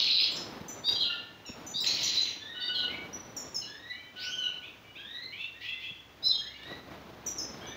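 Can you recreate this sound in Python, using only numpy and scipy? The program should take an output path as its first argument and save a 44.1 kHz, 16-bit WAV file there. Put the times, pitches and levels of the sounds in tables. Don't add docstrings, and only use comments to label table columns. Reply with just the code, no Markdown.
import sys
import numpy as np
from scipy import signal
from scipy.fft import rfft, irfft, next_fast_len
from scipy.io import wavfile
from scipy.ndimage import uniform_filter1d, map_coordinates

SR = 44100
rng = np.random.default_rng(int(sys.argv[2]) if len(sys.argv) > 2 else 0)


def materialize(psi):
    bounded = np.clip(np.atleast_2d(psi).T, -1, 1)
    quanta = np.round(bounded * 32767).astype(np.int16)
    wavfile.write(sys.argv[1], SR, quanta)


N = 342216

# (frequency [Hz], relative density [dB])
ROOM_TONE_SPECTRUM = [(25, -16.5), (50, -10.5), (72, -16.5), (105, 8.5), (160, -11.5), (303, -3.5),
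                      (385, -10), (637, -11.5), (1100, -7.5), (3180, -8.5), (3950, -16), (6380, -18),
                      (8000, -30.5), (13400, -31), (15000, -18.5)]
# (time [s], level [dB])
HUM_LEVELS = [(0, -76), (3.5, -81), (5.4, -71), (5.8, -68), (7.76, -65)]
# (time [s], peak [dB])
KNOCK_HITS = [(0.611, -33.5), (1.492, -35), (1.751, -38), (5.907, -45.5)]
# (time [s], relative level [dB])
RUSTLE_LEVELS = [(0.0, -51), (0.19, -56.5), (0.41, -44), (0.88, -51.5), (0.91, -47.5), (1.25, -56.5),
                 (1.47, -56.5), (1.49, -53), (1.53, -54.5), (1.58, -46), (1.79, -54), (1.9, -46.5),
                 (2.4, -56.5), (2.72, -54.5), (2.85, -47.5), (3.46, -50.5), (3.95, -60.5), (4.39, -56.5),
                 (5.53, -63.5), (6.07, -64), (6.27, -53.5), (6.57, -61), (6.72, -46), (6.85, -53.5),
                 (6.92, -47), (7.13, -52.5), (7.69, -46.5), (7.76, -52)]
# (frequency [Hz], relative density [dB])
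RUSTLE_SPECTRUM = [(41, -22), (70, -6.5), (141, -3.5), (297, -1), (408, -4), (627, -5.5), (1130, -9.5),
                   (1810, -14.5), (2220, -16), (2780, -19.5), (3910, -19.5), (6420, -31.5), (8230, -45),
                   (15500, -34.5)]
# (frequency [Hz], time to fall 60 dB [s])
REVERB_TIMES = [(1500, 0.8), (3000, 0.56), (5000, 0.53), (7000, 0.47), (15000, 0.22)]
# (time [s], dry peak [dB])
TAP_HITS = [(.888, -26), (1.755, -55), (6.634, -36), (6.681, -44), (6.924, -53), (7.287, -39), (7.656, -37)]
# (frequency [Hz], relative density [dB])
TAP_SPECTRUM = [(200, -13), (600, -14), (1100, 6.5), (2000, -1), (4000, 6.5), (6500, -17), (8500, -38)]
# (time [s], length [s], dry level [dB])
HOARSE_PATCHES = [(1.841, 0.51, -46), (4.155, 0.12, -50), (5.604, 0.086, -46.5), (5.799, 0.069, -51)]
# (frequency [Hz], relative density [dB])
HOARSE_SPECTRUM = [(1200, -34), (1900, 10), (3000, 19), (5200, 5), (6600, -10), (8000, -22.5), (10000, -17),
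                   (12000, -32), (13700, -32), (15000, -4.5)]
# (frequency [Hz], relative density [dB])
HISS_SPECTRUM = [(1000, -10), (3000, 10.5), (6500, -6), (8300, -3), (10000, -4), (11500, -12.5), (13700, 4),
                 (14700, 8.5), (16000, -8)]
# (frequency [Hz], gain [dB])
SONG_EQ = [(3000, 0), (7000, -5.5), (7700, -15.5), (8400, -22), (10000, -15), (11500, -3), (13500, 0),
           (15000, 11)]
# (time [s], length [s], start pitch [Hz], end pitch [Hz], lower voice [dB], octave voice [dB])
MEW_NOTES = [(2.398, 0.28, 1685, 1989, -54, -48), (3.657, 0.28, 1593, 1997, -54.5, -56.5),
             (4.97, .29, 1492, 2084, -54.5, -46.5), (5.537, 0.14, 1736, 2020, -58, -65),
             (6.402, .19, 1557, 2366, -58.5, -74), (6.577, 0.17, 1658, 2008, -53, -51),
             (7.607, 0.15, 1530, 1842, -56.5, -51)]
# (time [s], length [s], lower pitch [Hz], upper pitch [Hz], lower voice [dB], upper voice [dB])
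WHISTLE_NOTES = [(1.04, 0.12, 1398, 2804, -56, -45.5), (1.095, 0.076, 1770, 3510, -48, -49),
                 (2.541, .34, 1472, 3000, -50.5, -44.5), (4.155, 0.33, 1485, 2980, -50.5, -46),
                 (5.645, 0.18, 2040, 3475, -52.5, -53.5), (5.838, 0.066, 2013, 3357, -77, -43.5),
                 (6.321, .13, 3260, 6520, -45, -56.5), (6.487, .16, 2856, 4530, -55.5, -73)]
# (time [s], length [s], upper/lower pitch [ratio], lower voice [dB])
CHURR_NOTES = [(4.503, 0.046, 1.48, -48.5), (4.62, .066, 1.36, -45), (4.95, 0.039, 1.42, -46.5),
               (5.317, 0.14, 1.31, -44), (5.613, .115, 1.25, -42.5), (5.803, .074, 1.22, -46)]
# (time [s], length [s], start pitch [Hz], upper/lower pitch [ratio], lower voice [dB], upper voice [dB])
SLIDE_NOTES = [(0.309, 0.08, 6230, 1.24, -58, -44), (0.95, .046, 3350, 1.22, -38, -36.5),
               (0.998, .051, 3373, 1.244, -33, -29.5), (1.036, 0.0463, 3070, 1.2, -41.5, -48),
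               (1.451, 0.05, 2853, 1.39, -47.5, -50.5), (2.739, 0.072, 3372, 1.274, -35, -33.5),
               (2.79, 0.072, 3160, 1.28, -40.5, -42), (3.609, 0.0515, 3035, 1.42, -50, -49.5),
               (4.389, 0.091, 4250, 1, -52, -60), (6.283, .068, 3954, 1.33, -34.5, -53)]
# (time [s], top pitch [Hz], lower voice [dB], octave voice [dB], buzz [share of pitch])
ARCH_CURVE = [(4.173, 1900, -75, -44, 0.32), (4.23, 2696, -50.5, -42, 0.2), (4.3, 3163, -44, -42.5, .1),
              (4.335, 3228, -37.5, -44.5, 0.024), (4.415, 3005, -36.5, -57, 0.026),
              (4.43, 3073, -39, -58, 0.036), (4.47, 2830, -37.5, -62, 0.045)]
# (time [s], length [s], top pitch [Hz], scoop [share of pitch],
# upper/lower pitch [ratio], lower voice [dB], upper voice [dB], buzz [share of pitch])
TWEET_NOTES = [(0.182, .05, 5130, 0.12, 1.1, -31, -64, .004),
               (0.834, 0.077, 3810, 0.073, 1.25, -29.5, -30.5, 0.015),
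               (1.737, 0.0828, 3980, 0.1094, 1.23, -29, -33.5, 0.021),
               (2.599, 0.093, 3690, 0.032, 1.247, -34.5, -35.5, 0.0069),
               (2.876, 0.13, 2314, 0.17, 1.15, -48, -59, 0.02),
               (3.921, 0.11, 2345, 0.08, 1.31, -52, -53.5, 0.014),
               (4.834, 0.092, 2350, 0.0388, 1.25, -57, -62, .005),
               (6.222, 0.079, 4130, 0.097, 1.285, -29, -32.5, 0.023),
               (7.605, 0.18, 2350, .06, 1.28, -56, -61, .008)]
# (time [s], lower pitch [Hz], upper pitch [Hz], opening bend [share of pitch],
# lower voice [dB], upper voice [dB])
PIP_NOTES = [(.362, 5090, 5770, 0.17, -40, -47.5), (.682, 5960, 7110, 0.055, -42.5, -43.5),
             (.911, 5630, 6580, 0.11, -47.5, -55), (1.461, 5490, 6830, 0.054, -46.5, -52),
             (1.665, 6020, 6970, 0.036, -41, -43.5), (1.803, 4800, 7130, 0.21, -40, -40.5),
             (1.864, 5600, 6450, 0.028, -38, -34), (2.032, 5740, 6700, .16, -32, -39.5),
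             (2.212, 5840, 6460, .12, -45, -46), (2.28, 5670, 6340, 0.18, -44, -56),
             (3.13, 5925, 6500, -0.049, -40.5, -75), (3.365, 5500, 6840, 0.126, -38, -41),
             (3.545, 5190, 6400, 0.094, -34, -41), (7.262, 5720, 7130, 0.14, -33.5, -42),
             (7.382, 5140, 6040, 0.14, -35.5, -38.5), (7.667, 5980, 6660, 0.043, -46.5, -75)]
# (time [s], lower voice [dB])
TRILL_NOTES = [(1.872, -35), (1.936, -34.5), (2.004, -35), (2.07, -37), (2.143, -35.5), (2.213, -54)]
# (frequency [Hz], relative gain [dB])
THROAT_RESONANCE = [(1500, -17), (2300, -12.5), (3000, -10), (3500, -0.5), (4000, 4), (4500, -5),
                    (4900, 0.5), (5500, -15.5), (7000, -20)]
# (time [s], top of the flutter [Hz], fluttering voice [dB], held voice [dB])
LOUD_RASP_CURVE = [(0, 5400, -23.5, -29), (.05, 5445, -31.5, -34), (.12, 5000, -29.5, -27.5),
                   (.2, 4846, -32.5, -24.5), (.25, 5550, -30, -38), (.28, 5400, -34.5, -55),
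                   (.32, 5160, -45, -58)]
# (time [s], top of the flutter [Hz], fluttering voice [dB], held voice [dB])
LONG_RASP_CURVE = [(1.835, 5250, -38, -31), (1.97, 5446, -37, -35), (2.1, 5260, -37.5, -33.5),
                   (2.25, 4840, -42, -34), (2.29, 4630, -50, -34)]


def from_db(db):
    return 10 ** (np.asarray(db) / 20)


def rms_one(x):
    return x / np.sqrt(np.mean(x ** 2) + 1e-20)


def at_hz(points, hz):
    known_hz, values = np.transpose(points)
    return np.interp(np.log(np.maximum(hz, 1)), np.log(known_hz), values)


def equalise(x, curve):
    size = next_fast_len(len(x) + SR // 10)
    gain = from_db(at_hz(curve, np.fft.rfftfreq(size, 1 / SR)))
    return irfft(rfft(x, size) * gain, size)[:len(x)]


def noise(spectrum):
    return rms_one(equalise(rng.standard_normal(N), spectrum))


def drift(t, rate_hz):
    return map_coordinates(rng.standard_normal(1024), [t * rate_hz], order=3, mode="wrap")


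def phase_of(hz):
    return 2 * np.pi * np.cumsum(hz) / SR


def fade(t, attack_s, release_s):
    opening = np.sin(np.pi / 2 * np.clip(t / attack_s, 0, 1))
    closing = np.sin(np.pi / 2 * np.clip((t[-1] - t) / release_s, 0, 1))
    return opening * closing


def add(track, at_s, sound):
    start = int(np.clip(at_s * SR, 0, N - 1))
    track[start:start + len(sound)] += sound[:N - start]


def note_time(length_s):
    t = np.arange(int(length_s * SR)) / SR
    return t, t / length_s


def automation(curve):
    times, *columns = np.transpose(curve)
    t, _ = note_time(times[-1] - times[0])
    return t, *(np.interp(t + times[0], times, column) for column in columns)


def room_tone(level_db=-58.5):
    return from_db(level_db) * noise(ROOM_TONE_SPECTRUM)


def electric_hum(pitch_hz=67, waver=0.022, throb_db=2):
    t = np.arange(N) / SR
    level_db = np.interp(t, *np.transpose(HUM_LEVELS)) + throb_db * drift(t, 2.7)
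    hz = pitch_hz * (1 + waver * drift(t, 6.7))
    return from_db(level_db) * np.sqrt(2) * np.sin(phase_of(hz))


def knocks(decay_s=0.0063, band_hz=(90, 280)):
    t, track = np.arange(SR // 10) / SR, np.zeros(N)
    body = signal.butter(2, band_hz, "band", fs=SR, output="sos")
    for at_s, peak_db in KNOCK_HITS:
        bump = signal.sosfilt(body, rng.standard_normal(len(t)) * np.exp(-t / decay_s))
        add(track, at_s, from_db(peak_db) * bump / np.abs(bump).max())
    return track


def rustle(gain_db=1.0, grain_db=1.5):
    t = np.arange(N) / SR
    level_db = np.interp(t, *np.transpose(RUSTLE_LEVELS)) + gain_db + grain_db * drift(t, 70)
    return from_db(level_db) * noise(RUSTLE_SPECTRUM)


def taps(decay_s=0.0024):
    t, track = np.arange(SR // 20) / SR, np.zeros(N)
    for at_s, peak_db in TAP_HITS:
        tap = equalise(rng.standard_normal(len(t)), TAP_SPECTRUM) * np.exp(-t / decay_s)
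        add(track, at_s, from_db(peak_db) * tap / np.abs(tap).max())
    return track


def room_reverb(x, direct_db=-1.5, early_db=-6.5, tail_db=-3.5, early_s=0.045, echoes=14):
    t, tail = np.arange(SR) / SR, np.zeros(SR)
    edges_hz = np.geomspace(700, 18000, num=9)
    for low, high in zip(edges_hz, edges_hz[1:]):
        bandpass = signal.butter(2, [low, high], "band", fs=SR, output="sos")
        decay = np.exp(-np.log(1000) * t / at_hz(REVERB_TIMES, np.sqrt(low * high)))
        tail += signal.sosfilt(bandpass, rng.standard_normal(SR)) * decay
    tail *= np.clip(t / 0.013, 0, 1)
    early = np.zeros(SR)
    polarities = rng.choice([-1, 1], echoes)
    delays = (rng.uniform(0.04, 1, echoes) * early_s * SR).astype(int)
    early[delays] = polarities / np.sqrt(echoes)
    response = from_db(early_db) * early + from_db(tail_db) * tail / np.linalg.norm(tail)
    response[0] += from_db(direct_db)
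    return signal.fftconvolve(x, response)[:N]


def hoarseness():
    envelope = np.zeros(N)
    for at_s, length_s, level_db in HOARSE_PATCHES:
        t, _ = note_time(length_s)
        add(envelope, at_s, from_db(level_db) * fade(t, attack_s=0.015, release_s=0.046))
    return envelope * noise(HOARSE_SPECTRUM)


def call_hiss(song, gain_db=-33):
    envelope = np.sqrt(np.abs(uniform_filter1d(song ** 2, size=128)))
    return from_db(gain_db) * envelope * noise(HISS_SPECTRUM)


def membrane(hz, second_db, third_db=-42):
    phase = phase_of(hz)
    overtones = from_db(second_db) * np.sin(2 * phase) + from_db(third_db) * np.sin(3 * phase)
    return np.sqrt(2) * (np.sin(phase) + overtones)


def flutter(t, rate_hz, unevenness=0.3):
    return np.sin(phase_of(rate_hz * (1 + unevenness * drift(t, 150))))


def syrinx(t, hz, ratio, lower_db, upper_db, buzz, coupling_db, waver=0.0053, shimmer_db=4, sum_db=-27):
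    hz = hz * (1 + buzz * flutter(t, rate_hz=190, unevenness=0.238) + waver * drift(t, 71.35))
    lower = from_db(lower_db) * membrane(hz, second_db=-28)
    upper = from_db(upper_db) * membrane(hz * ratio, second_db=-29, third_db=-43)
    sideband = from_db(upper_db + coupling_db) * membrane(hz * (2 * ratio - 1), second_db=-15.5)
    sum_tone = from_db(np.minimum(lower_db, upper_db) + sum_db) * membrane(hz * (1 + ratio), second_db=-30)
    return (lower + upper + sideband + sum_tone) * from_db(shimmer_db * drift(t, 60.6))


def mews(gain_db=0.26, easing=0.62):
    for at_s, length_s, start_hz, end_hz, lower_db, upper_db in MEW_NOTES:
        t, progress = note_time(length_s)
        hz = start_hz + (end_hz - start_hz) * progress ** easing
        voices = syrinx(t, hz, 2, lower_db, upper_db, buzz=0.023, coupling_db=-31)
        envelope = fade(t, attack_s=0.084 * length_s, release_s=0.079 * length_s)
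        yield at_s, from_db(gain_db) * voices * envelope


def whistles(gain_db=0.5, sag=0.01, wander=0.00399):
    for at_s, length_s, lower_hz, upper_hz, lower_db, upper_db in WHISTLE_NOTES:
        t, progress = note_time(length_s)
        ratio = 2 if upper_hz > 1.8 * lower_hz else upper_hz / lower_hz
        hz = lower_hz * (1 + sag * (0.5 - progress) + wander * drift(t, 19.1))
        voices = syrinx(t, hz, ratio, lower_db, upper_db, buzz=0.02, coupling_db=-25)
        yield at_s, from_db(gain_db) * voices * fade(t, attack_s=0.016, release_s=0.012)


def churrs(top_hz=2750, climb=0.22, easing=2.1, upper_db=-2.5):
    for at_s, length_s, ratio, level_db in CHURR_NOTES:
        t, progress = note_time(length_s)
        hz = top_hz * (1 - climb * (1 - progress) ** easing)
        voices = syrinx(t, hz, ratio, level_db, level_db + upper_db, buzz=0.032, coupling_db=-18)
        yield at_s, voices * fade(t, attack_s=0.33 * length_s, release_s=0.02)


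def slides(gain_db=-0.54, fall=0.14, steepening=1.393):
    for at_s, length_s, start_hz, ratio, lower_db, upper_db in SLIDE_NOTES:
        t, progress = note_time(length_s)
        hz = start_hz * (1 - fall * progress ** steepening)
        voices = syrinx(t, hz, ratio, lower_db, upper_db, buzz=0.028, coupling_db=-21)
        yield at_s, from_db(gain_db) * voices * fade(t, attack_s=0.016, release_s=0.029)


def arch():
    t, top_hz, lower_db, octave_db, depth = automation(ARCH_CURVE)
    drag = ((1 + flutter(t, rate_hz=190, unevenness=0.29)) / 2) ** 2
    voices = syrinx(t, top_hz * (1 - depth * drag), 2, lower_db, octave_db, buzz=0.0018, coupling_db=-22)
    return ARCH_CURVE[0][0], voices * fade(t, attack_s=0.01, release_s=0.015)


def tweets(gain_db=-1.2, settle_share=0.291):
    for at_s, length_s, top_hz, scoop, ratio, lower_db, upper_db, buzz in TWEET_NOTES:
        t, progress = note_time(length_s)
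        hz = top_hz * (1 - scoop * np.exp(-progress / settle_share))
        voices = syrinx(t, hz, ratio, lower_db, upper_db, buzz, coupling_db=-23)
        yield at_s, from_db(gain_db) * voices * fade(t, attack_s=0.03, release_s=0.02)


def pips(gain_db=4, length_s=0.033, settle_s=0.0064, lower_buzz=0.005, upper_buzz=0.028, shimmer_db=2):
    t, _ = note_time(length_s)
    envelope = fade(t, attack_s=0.0019, release_s=0.014)
    for at_s, lower_hz, upper_hz, opening_bend, lower_db, upper_db in PIP_NOTES:
        bend = 1 + opening_bend * np.exp(-t / settle_s)
        tremor = flutter(t, rate_hz=210)
        lower = from_db(lower_db) * membrane(lower_hz * (bend + lower_buzz * tremor), second_db=-26.5)
        upper = from_db(upper_db) * membrane(upper_hz * (bend + upper_buzz * tremor), second_db=-24.5)
        yield at_s, (lower + upper) * envelope * from_db(gain_db + shimmer_db * drift(t, 260))


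def trill(length_s=0.03, top_hz=5900, bottom_hz=4000, ratio=1.33, upper_db=-9):
    t, progress = note_time(length_s)
    hz = top_hz * (bottom_hz / top_hz) ** progress
    lower = membrane(hz, second_db=-22.5, third_db=-30)
    upper = from_db(upper_db) * membrane(hz * ratio, second_db=-32)
    for at_s, level_db in TRILL_NOTES:
        yield at_s, from_db(level_db) * (lower + upper) * fade(t, attack_s=0.0044, release_s=0.0033)


def rasp(curve, low_hz, rate_hz, held_hz, glide, shimmer_db, waver):
    t, high_hz, whip_db, held_db = automation(curve)
    whip_hz = low_hz + (high_hz - low_hz) * (1 + flutter(t, rate_hz)) / 2
    flares = rms_one(from_db(at_hz(THROAT_RESONANCE, whip_hz) + shimmer_db * drift(t, 350)))
    whip = from_db(whip_db) * flares * membrane(whip_hz, second_db=-43.5, third_db=-55)
    throb = rms_one(from_db(shimmer_db * drift(t, 102.3)))
    wavering_hz = held_hz * (1 + glide * t / t[-1] + waver * drift(t, 160))
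    held = from_db(held_db) * throb * membrane(wavering_hz, second_db=-35, third_db=-53)
    return curve[0][0], (whip + held) * fade(t, attack_s=0.0005, release_s=0.0087)


def finches():
    loud_rasp = rasp(LOUD_RASP_CURVE, low_hz=2488, rate_hz=165, held_hz=4070,
                     glide=0.0197, shimmer_db=6.5, waver=0.038)
    long_rasp = rasp(LONG_RASP_CURVE, low_hz=2104, rate_hz=170, held_hz=4120,
                     glide=-0.046, shimmer_db=9, waver=0.045)
    song = np.zeros(N)
    for at_s, call in [*tweets(), *slides(), *churrs(), *mews(), *whistles(), arch(),
                       *pips(), *trill(), loud_rasp, long_rasp]:
        add(song, at_s, call)
    song = equalise(song, SONG_EQ)
    return song + call_hiss(song) + hoarseness()


def scene():
    return (room_reverb(finches() + taps()) + rustle() + knocks() + electric_hum() + room_tone())[None]


def record(dry, cutoff_hz=15600):
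    return signal.sosfilt(signal.ellip(10, 0.2, 70, cutoff_hz, fs=SR, output="sos"), dry)


dry = scene()
out = record(dry)
materialize(out)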